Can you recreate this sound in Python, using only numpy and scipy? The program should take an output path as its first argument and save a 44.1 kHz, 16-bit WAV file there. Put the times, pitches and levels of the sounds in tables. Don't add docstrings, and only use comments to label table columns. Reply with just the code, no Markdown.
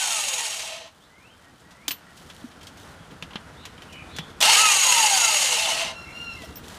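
import sys
import numpy as np
from scipy import signal
from scipy.io import wavfile
from scipy.ndimage import uniform_filter1d

SR = 44100
rng = np.random.default_rng(int(sys.argv[2]) if len(sys.argv) > 2 else 0)


def digitize_waveform(pressure):
    field = np.atleast_2d(pressure).T
    bounded = np.clip(field, -1, 1)
    quanta = np.round(bounded * 32767).astype(np.int16)
    wavfile.write(sys.argv[1], SR, quanta)


N = 298998
T = np.arange(N) / SR

# (time [s], yard hum [dB], wind [dB])
BACKGROUND = [(0, -56, -66), (1.0, -59, -58), (2.0, -55, -53.5), (2.4, -52.5, -49), (4.3, -49.5, -45.5),
              (4.6, -54, -55), (5.6, -50, -54.5), (5.8, -49, -47), (6.55, -51, -44), (6.78, -46, -45)]


def amp(db):
    return 10 ** (np.asarray(db) / 20)


def unit_rms(x):
    return x / np.sqrt(np.mean(x ** 2) + 1e-20)


def colour(x, points):
    f, db = np.transpose(points)
    hz = abs(np.fft.fftfreq(8192, 1 / SR))
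    log_gain = np.log(amp(np.interp(np.log(hz + 1), np.log(f + 1), db)))
    taps = np.fft.ifft(np.exp(np.conj(signal.hilbert(log_gain)))).real[:4096]
    return signal.oaconvolve(x, taps)[:len(x)]


def band(x, lo_hz, hi_hz):
    sos = signal.butter(2, [lo_hz, min(hi_hz, .45 * SR)], "band", fs=SR, output="sos")
    return signal.sosfilt(sos, x)


def lift(x, db, lo_hz, hi_hz):
    return x + (amp(db) - 1) * band(band(x, lo_hz, hi_hz)[::-1], lo_hz, hi_hz)[::-1]


def ring(x, hz, width_hz):
    pole = np.exp((2j * hz - width_hz) * np.pi / SR)
    return unit_rms(signal.lfilter([1], np.convolve([1, -pole], [1, -pole]), x).real)


def drift(n, rate_hz):
    span = max(int(SR / rate_hz / 2), 2)
    return unit_rms(uniform_filter1d(uniform_filter1d(rng.standard_normal(n), span), span))


def add(mix, start_s, sound):
    part = mix[round(start_s * SR):][:len(sound)]
    part += sound[:len(part)]


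def echoes(x, t60_s):
    at = np.arange(200, SR, 20)
    taps = np.zeros(SR + 20)
    taps[at + rng.integers(0, 20, len(at))] = rng.choice([-1., 1.], len(at)) * amp(-60 * at / SR / t60_s)
    return signal.oaconvolve(band(x, 160, 8500), taps / np.linalg.norm(taps))[:N]


def yard_hum():
    # (frequency [Hz], gain [dB])
    spectrum = [(88, -31.5), (150, -5), (334, -10), (439, -13.5), (624, -7), (1260, -8.5), (1360, -6),
                (1940, -12.5), (2360, -16), (10200, -30), (14500, -44), (16000, -61)]
    times_s, hum_db, _ = np.transpose(BACKGROUND)
    hum = colour(rng.standard_normal(N), spectrum)
    return hum * amp(np.interp(T, times_s, hum_db) + .8 * drift(N, 12)) / np.std(band(hum, 600, 2000))


def wind():
    # (frequency [Hz], gain [dB])
    spectrum = [(12, -53), (20, -20), (81, 2.5), (118, -3.5), (166, -1.5), (300, -7), (382, -11.5),
                (500, -8.5), (650, -44), (1100, -120)]
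    times_s, _, wind_db = np.transpose(BACKGROUND)
    rumble = unit_rms(colour(rng.standard_normal(N), spectrum))
    return rumble * amp(np.interp(T, times_s, wind_db) - 2.5 + 2.36 * drift(N, 23))


def cloth():
    # (frequency [Hz], gain [dB])
    spectrum = [(1500, -48), (3000, 4), (5000, -3), (9000, -5.5), (12000, -12), (15500, -14.5)]
    # (centre [s], half-width [s], level [dB])
    swells = [(2.3, 0.17, -58.5), (2.85, .07, -57), (6.3, 0.33, -58), (6.43, 0.027, -56), (6.78, .14, -50)]
    envelope = amp(-64) + sum(amp(db - 8.1 * ((T - at_s) / half_s) ** 2) for at_s, half_s, db in swells)
    grains = rng.standard_normal(N) * amp(1.4 * drift(N, 17) + 3.2 * drift(N, 400))
    return unit_rms(colour(grains, spectrum)) * envelope


def glide(start_s, length_s, first_hz, last_hz, db, bend):
    progress = np.arange(0, length_s, 1 / SR) / length_s
    slide = np.minimum(progress / .82, 1) ** bend
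    return start_s, (first_hz + (last_hz - first_hz) * slide, db - 7 * (2 * progress - 1) ** 2)


def contour(rows):
    times_s, *columns = np.transpose(rows)
    t = np.arange(times_s[0], times_s[-1], 1 / SR)
    return times_s[0], [np.interp(t, times_s, column) for column in columns]


def birds():
    # (start [s], length [s], nominal first pitch [Hz], nominal last pitch [Hz], level [dB])
    whistles = [(1.089, 0.27, 2020, 3170, -55.5), (1.39, 0.12, 1950, 1900, -59),
                (1.63, 0.096, 1930, 1950, -57), (1.729, 0.24, 2006, 3130, -54),
                (2.05, .09, 1950, 1900, -56)]
    # (start [s], length [s], first pitch [Hz], last pitch [Hz], level [dB])
    chirps = [(1.0, .08, 2580, 4000, -61), (2.98, 0.093, 3500, 3280, -57.5), (3.56, .11, 3190, 4040, -52),
              (3.6, .1, 2890, 2850, -54), (3.88, .12, 2810, 2920, -48), (3.92, 0.12, 2426, 2400, -43.5),
              (4.08, .11, 3070, 4300, -51), (4.13, 0.13, 3600, 3350, -44.5),
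              (6.05, 0.09, 2096, 2220, -45.5)]
    # (time [s], pitch [Hz], level [dB])
    calls = [
        [(5.9, 1350, -46), (5.99, 1374, -38.5), (6.09, 1348, -48), (6.19, 1400, -38.5), (6.29, 1388, -37.5),
         (6.38, 1316, -38)],
        [(6.36, 1071, -43), (6.45, 952, -49)],
    ]
    # (multiple of pitch, level [dB])
    harmonics = [(1, -10), (2, 0), (3, -12), (4, -15), (5, -24)]
    notes = [(glide(*row, bend=2.1), [(.98, 0)], .014, 120) for row in whistles]
    notes += [(glide(*row, bend=.55), [(1, 0)], .04, 300) for row in chirps]
    notes += [(contour(rows), harmonics, .006, 80) for rows in calls]
    out = np.zeros(N)
    for (start_s, (hz, level_db)), partials, waver, flutter_hz in notes:
        n = len(hz)
        phase = 2 * np.pi * np.cumsum(hz * (1 + waver * drift(n, flutter_hz))) / SR
        note = sum(amp(db + 3.2 * drift(n, flutter_hz)) * np.sin(k * phase) for k, db in partials)
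        add(out, start_s, amp(level_db) * note * signal.windows.tukey(n, .2))
    return out


def struck(modes, blows):
    out, t = np.zeros(N), np.arange(SR // 3) / SR
    for at_s, *levels_db in blows:
        for db, (hz, t60_s) in zip(levels_db, modes):
            add(out, at_s, amp(db - 60 * t / t60_s) * np.sin(2 * np.pi * hz * t))
    return out


def clinks():
    # (frequency [Hz], t60 [s])
    nut_modes = [(11950, 0.12), (14800, .1), (11975, 0.099)]
    # (time [s], level of each mode [dB])
    nut_blows = [(1.881, -50, -27, -50), (1.911, -26.5, -34, -41)]
    # (frequency [Hz], t60 [s])
    socket_modes = [(5405, 0.1), (5798, 0.11), (12510, 0.068), (14370, 0.076)]
    # (time [s], level of each mode [dB])
    socket_blows = [(6.446, -48, -50, -70, -52), (6.557, -44, -45, -45, -38), (6.569, -58, -63.5, -54, -32)]
    return struck(nut_modes, nut_blows) + struck(socket_modes, socket_blows)


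def knock(db, treble_db):
    # (frequency [Hz], gain [dB])
    spectrum = [(300, 2), (1500, 6.5), (3300, 9.5), (6000, 5.5), (11000, -4.5), (15500, -11)]
    t = np.arange(SR // 5) / SR
    noise = rng.standard_normal(len(t))
    steel = unit_rms(unit_rms(colour(noise, spectrum)) + .33 * ring(noise, hz=3030, width_hz=1300))
    rise_s = .0004 * amp(-.7 * (db + 10))
    crack_t60_s, ring_t60_s = .0064, .083 * amp(-.25 * (db + 21))
    decay = amp(-60 * t / crack_t60_s) + .64 * amp(-60 * t / ring_t60_s)
    return amp(db - 12) * lift(steel, treble_db, 3600, 21000) * (1 - np.exp(-t / rise_s)) * decay


def handling():
    # (time [s], strength [dB], treble lift [dB])
    knocks = [(1.707, -34.5, 5), (1.8807, -7.5, 6.5), (1.908, -9, -0.5), (1.916, -17.5, 5),
              (2.1713, -36, 9), (2.2994, -20.5, -8), (2.513, -29.5, -5), (2.61, -26.5, -4),
              (2.6297, -30.5, 5), (2.668, -27.5, 6), (2.7703, -34, 6.5), (3.1078, -31, -3),
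              (3.2243, -12, -11), (3.3064, -24, -15), (3.333, -20.5, -18), (3.357, -7.5, -21.5),
              (3.6531, -19, 1), (3.778, -25, -16), (3.82, -20.5, -9), (3.925, -30, 5), (4.1631, -24, 8),
              (4.1857, -6.5, -9.5), (4.2961, -35, 4), (6.419, -23.5, -2), (6.4344, -25, -7),
              (6.555, -33, 0), (6.6376, -27, -4)]
    # (time [s], level [dB], initial pitch [Hz])
    thuds = [(1.882, -28.5, 297), (2.441, -24, 262), (3.008, -35, 163), (3.223, -30, 154),
             (3.355, -27, 210), (4.191, -22, 169), (6.434, -32, 680)]
    thud_rise_s, thud_t60_s = .0026, .067
    out, t = np.zeros(N), np.arange(SR // 4) / SR
    for at_s, db, treble_db in knocks:
        add(out, at_s, knock(db, treble_db))
    for at_s, db, hz in thuds:
        envelope = amp(db - 60 * t / thud_t60_s) * (1 - np.exp(-t / thud_rise_s))
        add(out, at_s, envelope * np.sin(2 * np.pi * hz * t * (1 - 2 * t)))
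    return out


def motor(on_s, release_s, stop_s, base_db, run_out_s, lift_db):
    free_hz, spin_up_s, drag_per_s, friction_hz = 1525, .114, .73, 400
    slack_s, bite_s, tail_s = .015, .018, .066
    t = np.arange(max(on_s + slack_s, 0), stop_s + tail_s, 1 / SR)
    powered_s, coasted_s = np.minimum(t, release_s) - on_s, np.maximum(t - release_s, 0)
    meshed_s, left_s = t - on_s - slack_s, np.maximum(stop_s - t, 0)
    load = np.exp(-powered_s / spin_up_s)
    mesh_hz = (free_hz * (1 - load) + friction_hz) * np.exp(-drag_per_s * coasted_s) - friction_hz
    pull_db = (2.5 + 8.5 * load) * np.exp(-coasted_s / .0046)
    coast_db = 1.89 * np.log2(mesh_hz / 1000) * (coasted_s > 0)
    onset_db = -20 * np.exp(-meshed_s / bite_s)
    ending_db = -14 * np.exp(-left_s / run_out_s) - 35 * np.maximum(t - stop_s, 0) / tail_s
    treble_db = lift_db - 7.5 * np.exp(-meshed_s / .11) - 18 * np.exp(-left_s / .17)
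    return t[0], mesh_hz, base_db + pull_db + coast_db + onset_db + ending_db, treble_db


def gear_clatter(mesh_hz, treble_db, boom_db):
    # (frequency [Hz], gain [dB])
    spectrum = [(200, -59.5), (450, -19), (700, -17), (1100, -5), (1700, -7), (2600, 0), (4500, -1.5),
                (6500, -4.5), (9000, -6), (11500, -13.5), (12500, -18.5), (15500, -26.5)]
    # (frequency [Hz], width [Hz], level [dB])
    case_modes = [(903, 215, -2), (1315, 47, -13.5), (1948, 50, -19), (2820, 390, -3.5), (3140, 390, -5),
                  (5620, 700, -10), (6110, 770, -4), (7550, 1100, -8.5), (8530, 140, -12)]
    # (frequency [Hz], width [Hz], level at 400 teeth/s [dB])
    groan_modes = [(658.3, 41, -15.5), (1010, 64, -20)]
    # (frequency [Hz], width [Hz], level [dB])
    socket_mode = (6650, 330, -9)
    n = len(mesh_hz)
    hits = rng.random(n) < 1.5 * mesh_hz / SR
    taps = hits * amp(3.1 * np.minimum(rng.exponential(1, n), 4)) * rng.choice([-1, 1], n)
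    drive = unit_rms(unit_rms(taps) + 1.84 * rng.standard_normal(n)) * amp(1.05 * drift(n, 64))

    def mode(hz, width_hz, db, waver_db, rate_hz):
        return amp(db + waver_db * drift(n, rate_hz)) * ring(drive, hz, width_hz)

    case = sum(mode(*row, waver_db=2.5, rate_hz=25) for row in case_modes)
    parts = unit_rms(sum(mode(hz, 190, 0, waver_db=5, rate_hz=12) for hz in rng.uniform(1800, 11000, 60)))
    slow_db = 16.7 * np.log2(400 / np.maximum(mesh_hz, 260))
    groan = amp(slow_db) * sum(mode(*row, waver_db=1.8, rate_hz=15) for row in groan_modes)
    socket = amp(3.34 * treble_db) * mode(*socket_mode, waver_db=2, rate_hz=23)
    rattle = unit_rms(colour(drive + .28 * parts, spectrum)) + .3 * case
    rattle /= np.std(band(rattle, 1800, 5000))
    rattle = lift(rattle, boom_db, 200, 1700)
    return lift(rattle, treble_db, 5300, 19000) + groan + socket


def gear_whine(mesh_hz, mesh_phase):
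    # (frequency [Hz], gain [dB])
    radiation = [(380, -58), (470, -38), (700, -34), (900, -21), (1060, -34), (1180, -37), (1290, -23),
                 (1450, -31), (1750, -30), (2100, -35), (2600, -25), (3500, -45)]
    # (multiple of mesh rate, level [dB])
    orders = [(1, 0), (1.34, -11), (2, -3)]
    n = len(mesh_hz)
    pulling = uniform_filter1d(1. * (np.gradient(mesh_hz) > 0), 2000)
    force_db = 8 * np.log2(mesh_hz / 1000) + 1.2 * pulling
    housing_hz, housing_db = np.transpose(radiation)
    tones = np.zeros(n)
    for k, order_db in orders:
        radiated_db = np.interp(np.log(k * mesh_hz), np.log(housing_hz), housing_db)
        tones += amp(order_db + radiated_db + 3.5 * drift(n, 24)) * np.sin(k * mesh_phase)
    fade_in = np.minimum(np.arange(n) / (.0072 * SR), 1)
    fade_out = np.minimum((n - np.arange(n)) / (.15 * SR), 1)
    return amp(force_db) * tones * fade_in * fade_out


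def impact_wrench():
    # (on [s], release [s], standstill [s],
    # clatter [dB], run-out [s], treble lift [dB], housing boom [dB], whine [dB])
    pulls = [(-.863, -0.58, .88, -29, .16, 2, -0.8, -4), (4.39, 4.62, 5.935, -22.5, 0.054, 2, 0.45, 1.5)]
    # (time [s], strength [dB])
    take_up = [(4.405, -10.5), (4.4121, -6), (4.426, -2), (4.4542, -5)]
    teeth = 27
    out = np.zeros(N)
    for *pull, boom_db, whine_db in pulls:
        start_s, mesh_hz, clatter_db, treble_db = motor(*pull)
        clatter = gear_clatter(mesh_hz, treble_db, boom_db)
        mesh_phase = 2 * np.pi * np.cumsum(mesh_hz * (1 + .0032 * drift(len(mesh_hz), 76))) / SR
        throb_db = .75 * np.sin(mesh_phase / teeth)
        whine = gear_whine(mesh_hz, mesh_phase)
        add(out, start_s, amp(clatter_db + throb_db) * clatter + amp(whine_db) * whine)
    for at_s, db in take_up:
        add(out, at_s, knock(db, treble_db=8))
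    return out


def scene():
    near, far = impact_wrench() + handling() + clinks(), birds()
    near += amp(-15.5) * echoes(near, t60_s=.16)
    far += amp(-4) * echoes(far, t60_s=.68)
    return (near + far + yard_hum() + wind() + cloth())[None]


def record(dry):
    ceiling, cutoff_hz = 1.1, 15150
    rounded = ceiling * np.tanh(dry / ceiling)
    low_pass = signal.firwin(401, cutoff_hz, window=("kaiser", 9), fs=SR)
    return signal.oaconvolve(rounded, low_pass[None], "same")


dry = scene()
out = record(dry)
digitize_waveform(out)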